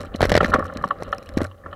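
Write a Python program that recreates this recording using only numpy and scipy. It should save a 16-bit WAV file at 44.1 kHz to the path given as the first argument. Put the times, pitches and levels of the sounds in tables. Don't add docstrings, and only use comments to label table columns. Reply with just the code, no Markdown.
import sys
import numpy as np
from scipy import signal
from scipy.fft import rfft, irfft
from scipy.io import wavfile
from scipy.ndimage import uniform_filter1d

SR = 44100
rng = np.random.default_rng(int(sys.argv[2]) if len(sys.argv) > 2 else 0)


def natural_amplitude(level_db):
    exponent = np.asarray(level_db, float) / 20
    return 10 ** exponent


def pcm_store(signal):
    levels = np.round(np.clip(np.atleast_2d(signal), -1, 1) * 32767)
    wavfile.write(sys.argv[1], SR, levels.astype(np.int16).T)


N = 77175


def read(points, hz):
    f, value = np.transpose(points)
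    return np.interp(np.log(hz + 1), np.log(f + 1), value)


def curve(points):
    s, level_db = np.transpose(points)
    return natural_amplitude(np.interp(np.arange(N) / SR, s, level_db))


def evened(x):
    return x / np.sqrt(np.mean(x ** 2) + 1e-20)


def slow_noise(shape, size):
    noise = rng.standard_normal(shape)
    return evened(uniform_filter1d(uniform_filter1d(noise, size=size), size=size))


def add(mix, s, sound):
    part = mix[max(round(s * SR), 0):][:len(sound)]
    part += sound[:len(part)]


def resonate(x, hz, width):
    r, c = np.exp(-np.pi * width / SR), np.cos(2 * np.pi * hz / SR)
    return signal.lfilter([2 * (1 - r), -2 * (1 - r) * r * c], [1, -2 * r * c, r * r], x)


def body(x, table):
    total = 0
    for k, (hz, width, level_db) in enumerate(table):
        sign = (-1) ** k
        total = total + sign * natural_amplitude(level_db) * resonate(resonate(x, hz, 2 * width), hz, width)
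    return total


# start_s [s], level_db [dB], pitch_hz [Hz], rattle_db [dB]
KNOCKS = [(0.0082, -44, 477, 13), (0.0694, -31, 250, -4), (0.1474, -14.5, 237, -4), (0.2073, -2.5, 620, -2),
          (0.2202, -18.5, 243, 0), (0.2283, 3.5, 570, -4.5), (0.2523, -8.5, 464, 0), (0.291, -16, 218, -6),
          (0.3028, -13, 400, -7), (0.3183, 3, 560, -5), (0.3522, 3.5, 550, -2.5), (0.3756, 0.5, 472, -12.5),
          (0.4092, -11, 570, 6.5), (0.43, -5, 510, -0.5), (0.447, -9.5, 223, -4.5),
          (0.4948, -17.5, 209, -8), (0.5464, -9.5, 520, 5.5), (0.553, -18, 187, -10),
          (0.587, -14.5, 225, -14), (0.7611, -19, 208, -18), (0.813, -23, 132, -7),
          (0.8556, -20.5, 194, -22), (1.0236, -12.5, 520, -10.5), (1.296, -31, 245, -2),
          (1.372, -4, 263, -9.5), (1.4057, -13, 490, -4.5), (1.4165, -7, 268, -15),
          (1.6635, -24.5, 483, -6), (1.6753, -37, 485, -3.5)]
# pitch_hz [Hz], width_hz [Hz], level_db [dB]
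RATTLE = [(135, 106, 4), (520, 208, 5.5), (814, 310, -11.5), (1595, 780, -7.5)]


def knocks():
    t, mix, shake = np.arange(4000) / SR, np.zeros(N), np.zeros(N)
    noise = rng.standard_normal((len(KNOCKS), 4000))
    thump = natural_amplitude(-23.5) * np.sin(2 * np.pi * 91.2 * t) * np.exp(-t / 0.02)
    for (start_s, level_db, pitch_hz, rattle_db), rough in zip(KNOCKS, noise):
        cycles = t * pitch_hz
        rise = np.minimum(cycles / 0.623, 1) ** 3.2
        fade = np.exp(-np.maximum(cycles - 0.7, 0) / 0.67)
        push = np.sin(2 * np.pi * cycles) * rise * fade
        push_gain = natural_amplitude(2.5) * (pitch_hz / 500) ** 0.043
        add(mix, start_s - 0.5 / pitch_hz, natural_amplitude(level_db) * (push_gain * push + thump))
        add(shake, start_s, natural_amplitude(level_db + rattle_db) * rough * np.exp(-t / 0.0091))
    return natural_amplitude(-2.5) * mix + natural_amplitude(0.5) * body(shake, RATTLE)


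# start_s [s], level_db [dB], upper note pitch_hz [Hz], lower note low_db [dB]
RINGS = [(0.051, -32.5, 1390, -3), (0.405, -3.5, 1320, -7.5), (0.444, -15.5, 1750, -15),
         (0.4585, -18, 1400, -5), (0.519, -15, 1360, -16), (0.529, -19.5, 1380, 1), (0.5365, 0, 1389, -3),
         (0.5577, -14.5, 1290, 6.5), (0.5939, -16.5, 1306, 2.5), (0.605, -22, 1283, -10),
         (0.6248, -22, 1355, 5.5), (0.6521, -22.5, 1325, -3), (0.6983, -23.5, 1350, -5),
         (0.784, -28, 1670, -17), (0.8118, -24, 1230, -15), (0.8389, -11, 1262, 2.5),
         (0.9072, -10.5, 1327, 4.5), (1.1275, -7.5, 1291, -15), (1.15, -35.5, 1170, 1),
         (1.405, -20, 1234, -3.5), (1.4493, -21, 1387, -15), (1.5125, -40.5, 1240, 5),
         (1.637, -37, 1710, -1), (1.6606, -22.5, 1335, -4), (1.7284, -22, 1247, -5)]
# pitch_hz [Hz], level_db [dB], time to fade by 60 dB t60_s [s]
TUBE = [(1758, -7, 0.02), (768, -15.5, 0.1), (570, -11.5, 0.072)]


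def rings():
    t, mix = np.arange(4000) / SR, np.zeros(N)
    rise_s = 0.0042
    waver = slow_noise((len(RINGS), 4000), 90)
    rise = np.sin(np.pi / 2 * np.minimum(t / rise_s, 1)) ** 2
    fade_time = np.maximum(t - rise_s, 0)
    phases = rng.random((len(RINGS), 5))
    for (start_s, level_db, pitch_hz, low_db), phase, wobble in zip(RINGS, phases, waver):
        notes = [(pitch_hz, 0, 0.026), (1134, low_db, 0.04)] + list(TUBE)
        tone = 0
        for (hz, note_db, t60_s), p in zip(notes, phase):
            fade = natural_amplitude(note_db - 60 * fade_time / t60_s)
            tone = tone + fade * np.sin(2 * np.pi * (hz * t + p) + 0.45 * wobble)
        add(mix, start_s - 0.0015, natural_amplitude(level_db - 4.5) * rise * tone)
    return mix


def bursts(rows, decay_s, table, crumbs):
    t, mix = np.arange(1024) / SR, np.zeros(N)
    noise, chance = rng.standard_normal((len(rows), 1024, 2)).transpose(2, 0, 1)
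    age = t / decay_s
    first_puff = age * np.exp(-2 * age)
    tail = np.minimum(age / 0.43, 1) * np.exp(-age / 2.09)
    rare = 1.0 * (chance > 2.7)
    scatter = crumbs * uniform_filter1d(rare, size=20) * np.exp(-t / 0.0045)
    puffs = noise * (first_puff + tail + scatter)
    for (start_s, level_db), sound in zip(rows, body(puffs, table)):
        loudest = np.sqrt(2 * uniform_filter1d(sound ** 2, size=60).max())
        add(mix, start_s, natural_amplitude(level_db) * sound / loudest)
    return mix


# start_s [s], level_db [dB]
CRACKS = [(.2065, -18), (.2172, -14.5), (.2283, -13.5), (.24, -15), (.2335, -35), (.247, -26),
          (.2539, -17.5), (.263, -28), (.2916, -27.5), (.295, -16.5), (.3015, -22), (.3173, -13.5),
          (.3228, -17.5), (.3405, -15), (.3521, -9.5), (.365, -12), (.3765, -10), (.4305, -24),
          (.4447, -13), (.456, -23), (.4365, -46), (.5398, -18), (.592, -45), (.7713, -38.5),
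          (.9853, -44.5), (1.0233, -30.5), (1.2896, -35.5), (1.3766, -23.5), (1.402, -37), (1.4164, -28),
          (1.4428, -34)]
# pitch_hz [Hz], width_hz [Hz], level_db [dB]
STONE = [(1576, 720, 13.5), (2130, 1060, 3.5), (2900, 890, 3.5), (4140, 860, -1.5), (5130, 770, -2),
         (14000, 1700, -40)]


def cracks():
    return natural_amplitude(0.5) * bursts(CRACKS, 0.0011, STONE, 5.3)


# start_s [s], level_db [dB]
SNAPS_ROLL = [(0.006, -34), (0.0147, -36.5), (0.0231, -49), (0.0315, -40.5), (0.0493, -45), (0.0558, -42),
              (0.1524, -58), (0.1596, -29.5), (0.1651, -39.5), (0.2052, -32), (0.2102, -34),
              (0.2173, -23.5), (0.2216, -38), (0.2284, -36), (0.2332, -30), (0.2395, -33), (0.2465, -39),
              (0.2496, -31), (0.2585, -45), (0.2541, -24.5), (0.2633, -40), (0.2692, -36), (0.2844, -43),
              (0.2925, -49), (0.295, -22.5), (0.2985, -38), (0.3015, -29), (0.3175, -38), (0.3198, -23.5),
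              (0.3232, -32), (0.3268, -58), (0.3405, -42), (0.3469, -36), (0.3546, -24), (0.367, -23.5),
              (0.3777, -21.5), (0.383, -62)]
# start_s [s], level_db [dB]
SNAPS_BRAKING = [(0.4084, -55), (0.4159, -59), (0.4304, -49), (0.4395, -40), (0.4449, -51), (0.4525, -43),
                 (0.4563, -46), (0.4622, -33.5), (0.4689, -38), (0.4809, -36), (0.488, -36), (0.4953, -40),
                 (0.5012, -33), (0.506, -35), (0.5403, -27.5), (0.5446, -28), (0.593, -36.5), (0.6432, -42),
                 (0.6536, -45), (0.6579, -41), (0.6656, -43.5), (0.7372, -43.5), (0.7716, -28),
                 (0.8246, -42.5), (0.8385, -48), (0.845, -40), (0.8515, -49), (0.858, -48), (0.8777, -39),
                 (0.8873, -40)]
# start_s [s], level_db [dB]
SNAPS_CRAWL = [(1.005, -50), (1.0115, -53), (1.0159, -52), (1.0195, -54), (1.0235, -57), (1.033, -34),
               (1.038, -50), (1.0811, -54), (1.091, -46.5), (1.1203, -40.5), (1.1255, -40), (1.1306, -49),
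               (1.1468, -43), (1.1822, -32.5), (1.2273, -40.5), (1.234, -50), (1.246, -62), (1.2595, -42.5),
               (1.2903, -37), (1.3385, -44.5), (1.372, -32.5), (1.3766, -26), (1.3844, -34), (1.416, -33.5),
               (1.4209, -36), (1.4316, -36), (1.4428, -34), (1.4469, -35.5), (1.461, -45), (1.4672, -41)]
# pitch_hz [Hz], width_hz [Hz], level_db [dB]
HOUSING = [(2350, 560, 4.5), (4100, 370, 6.5), (5500, 880, 0.5), (7720, 1600, -7), (11030, 2300, -9.5),
           (13300, 1100, -36)]


def snaps():
    rows = list(SNAPS_ROLL) + list(SNAPS_BRAKING) + list(SNAPS_CRAWL)
    return natural_amplitude(-1) * bursts(rows, 0.00061, HOUSING, 11.0)


# start_s [s], level_db [dB]
PINGS = [(.1405, -34), (.406, -24), (.678, -48), (.8385, -34), (.9065, -34.5), (1.1275, -29.5),
         (1.268, -42.5), (1.5125, -45), (1.711, -50.5), (1.728, -41)]


def pings():
    return bursts(PINGS, 0.0027, [(2943, 370, 9), (4010, 520, -6.5)], 0)


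def grains(per_s, spread_db):
    side, size, chance = rng.random((N, 3)).T
    strength = natural_amplitude(-spread_db * np.log(size + 0.03))
    return np.sign(side - 0.5) * strength * (chance < per_s / SR)


# start_s [s], level_db [dB]
ROLL = [(0, -33), (.11, -43), (.19, -36.5), (.39, -31), (.46, -31.5), (.56, -26), (.66, -34.5), (.8, -37),
        (1.2, -42), (1.33, -44.5), (1.42, -29), (1.49, -46), (1.62, -55.5), (1.66, -41.5), (1.75, -45.5)]
# start_s [s], level_db [dB]
SCUFF = [(0.0, -42), (0.042, -56), (0.16, -67), (0.218, -53), (0.346, -55), (0.404, -52.5), (0.584, -49.5),
         (0.822, -58), (1.32, -58), (1.472, -66), (1.75, -77)]
# start_s [s], level_db [dB]
BOUNCE = [(0.0, -39), (0.048, -36), (0.13, -51), (0.208, -28.5), (0.364, -25.5), (0.424, -37),
          (0.564, -29.5), (0.58, -45), (0.648, -30.5), (0.73, -53), (0.774, -35.5), (0.896, -54),
          (1.022, -42.5), (1.232, -52.5), (1.412, -27), (1.628, -58), (1.686, -39.5), (1.75, -50)]
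# start_s [s], level_db [dB]
SHUDDER = [(0.0, -42), (0.058, -64), (0.106, -37), (0.174, -56), (0.214, -30), (0.554, -38), (0.58, -55),
           (0.832, -43), (0.852, -62), (1.09, -43), (1.266, -54.5), (1.368, -35.5), (1.49, -64),
           (1.75, -46)]
# pitch_hz [Hz], width_hz [Hz], level_db [dB]
FRAME = [(178, 196, -1.5), (550, 117, 6), (795, 49, -4), (1152, 185, -1.5), (1370, 168, -6.5),
         (1740, 335, -11.5), (2940, 340, -19.5), (3950, 510, -26)]


def rolling():
    clumps = natural_amplitude(2.65 * slow_noise((2, N), 500))
    crunch = evened(body(grains(1300, 2.4), FRAME[:6]) * clumps[0])
    sand = evened(body(grains(1300, 4.5), FRAME[6:]) * clumps[1] ** 2)
    grit = evened(body(grains(440, 4.5), list(HOUSING) + list(STONE)))
    bounce_hz = 88.0 + 6.13 * slow_noise(N, 900)
    bounce = np.sqrt(2) * np.sin(2 * np.pi * np.cumsum(bounce_hz) / SR)
    shudder = evened(body(rng.standard_normal(N), [(44.4, 26, 0)]))
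    rolled = curve(ROLL) * (natural_amplitude(1) * crunch + natural_amplitude(-36) * grit)
    rolled += natural_amplitude(-4.0) * curve(SCUFF) * sand
    rolled += natural_amplitude(-0.5) * curve(BOUNCE) * bounce
    return rolled + natural_amplitude(2.5) * curve(SHUDDER) * shudder


# pitch_hz [Hz], level_db [dB per Hz]
HISS = [(2000, 2), (10000, -2.5), (15500, -3)]


def hiss():
    whine = natural_amplitude(-83) * np.sin(2 * np.pi * 9550 * np.arange(N) / SR)
    spectrum = rfft(rng.standard_normal(N))
    colour = natural_amplitude(read(HISS, np.fft.rfftfreq(N, 1 / SR)))
    return whine + natural_amplitude(-68.5) * evened(irfft(spectrum * colour, N))


def scene():
    mix = snaps() + cracks() + pings() + knocks() + rings() + rolling() + hiss()
    return mix[None]


def roll_off(x):
    return signal.sosfilt(signal.butter(12, 15830, fs=SR, output="sos"), x)


def record(dry):
    ceiling, edge_hz = 0.72, 15900
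    clipped = np.clip(dry, -ceiling, ceiling)
    lowpass = signal.firwin(511, edge_hz, window=("kaiser", 9), fs=SR)
    mix = signal.oaconvolve(clipped, lowpass[None], "same")
    return roll_off(mix)


dry = scene()
out = record(dry)
pcm_store(out)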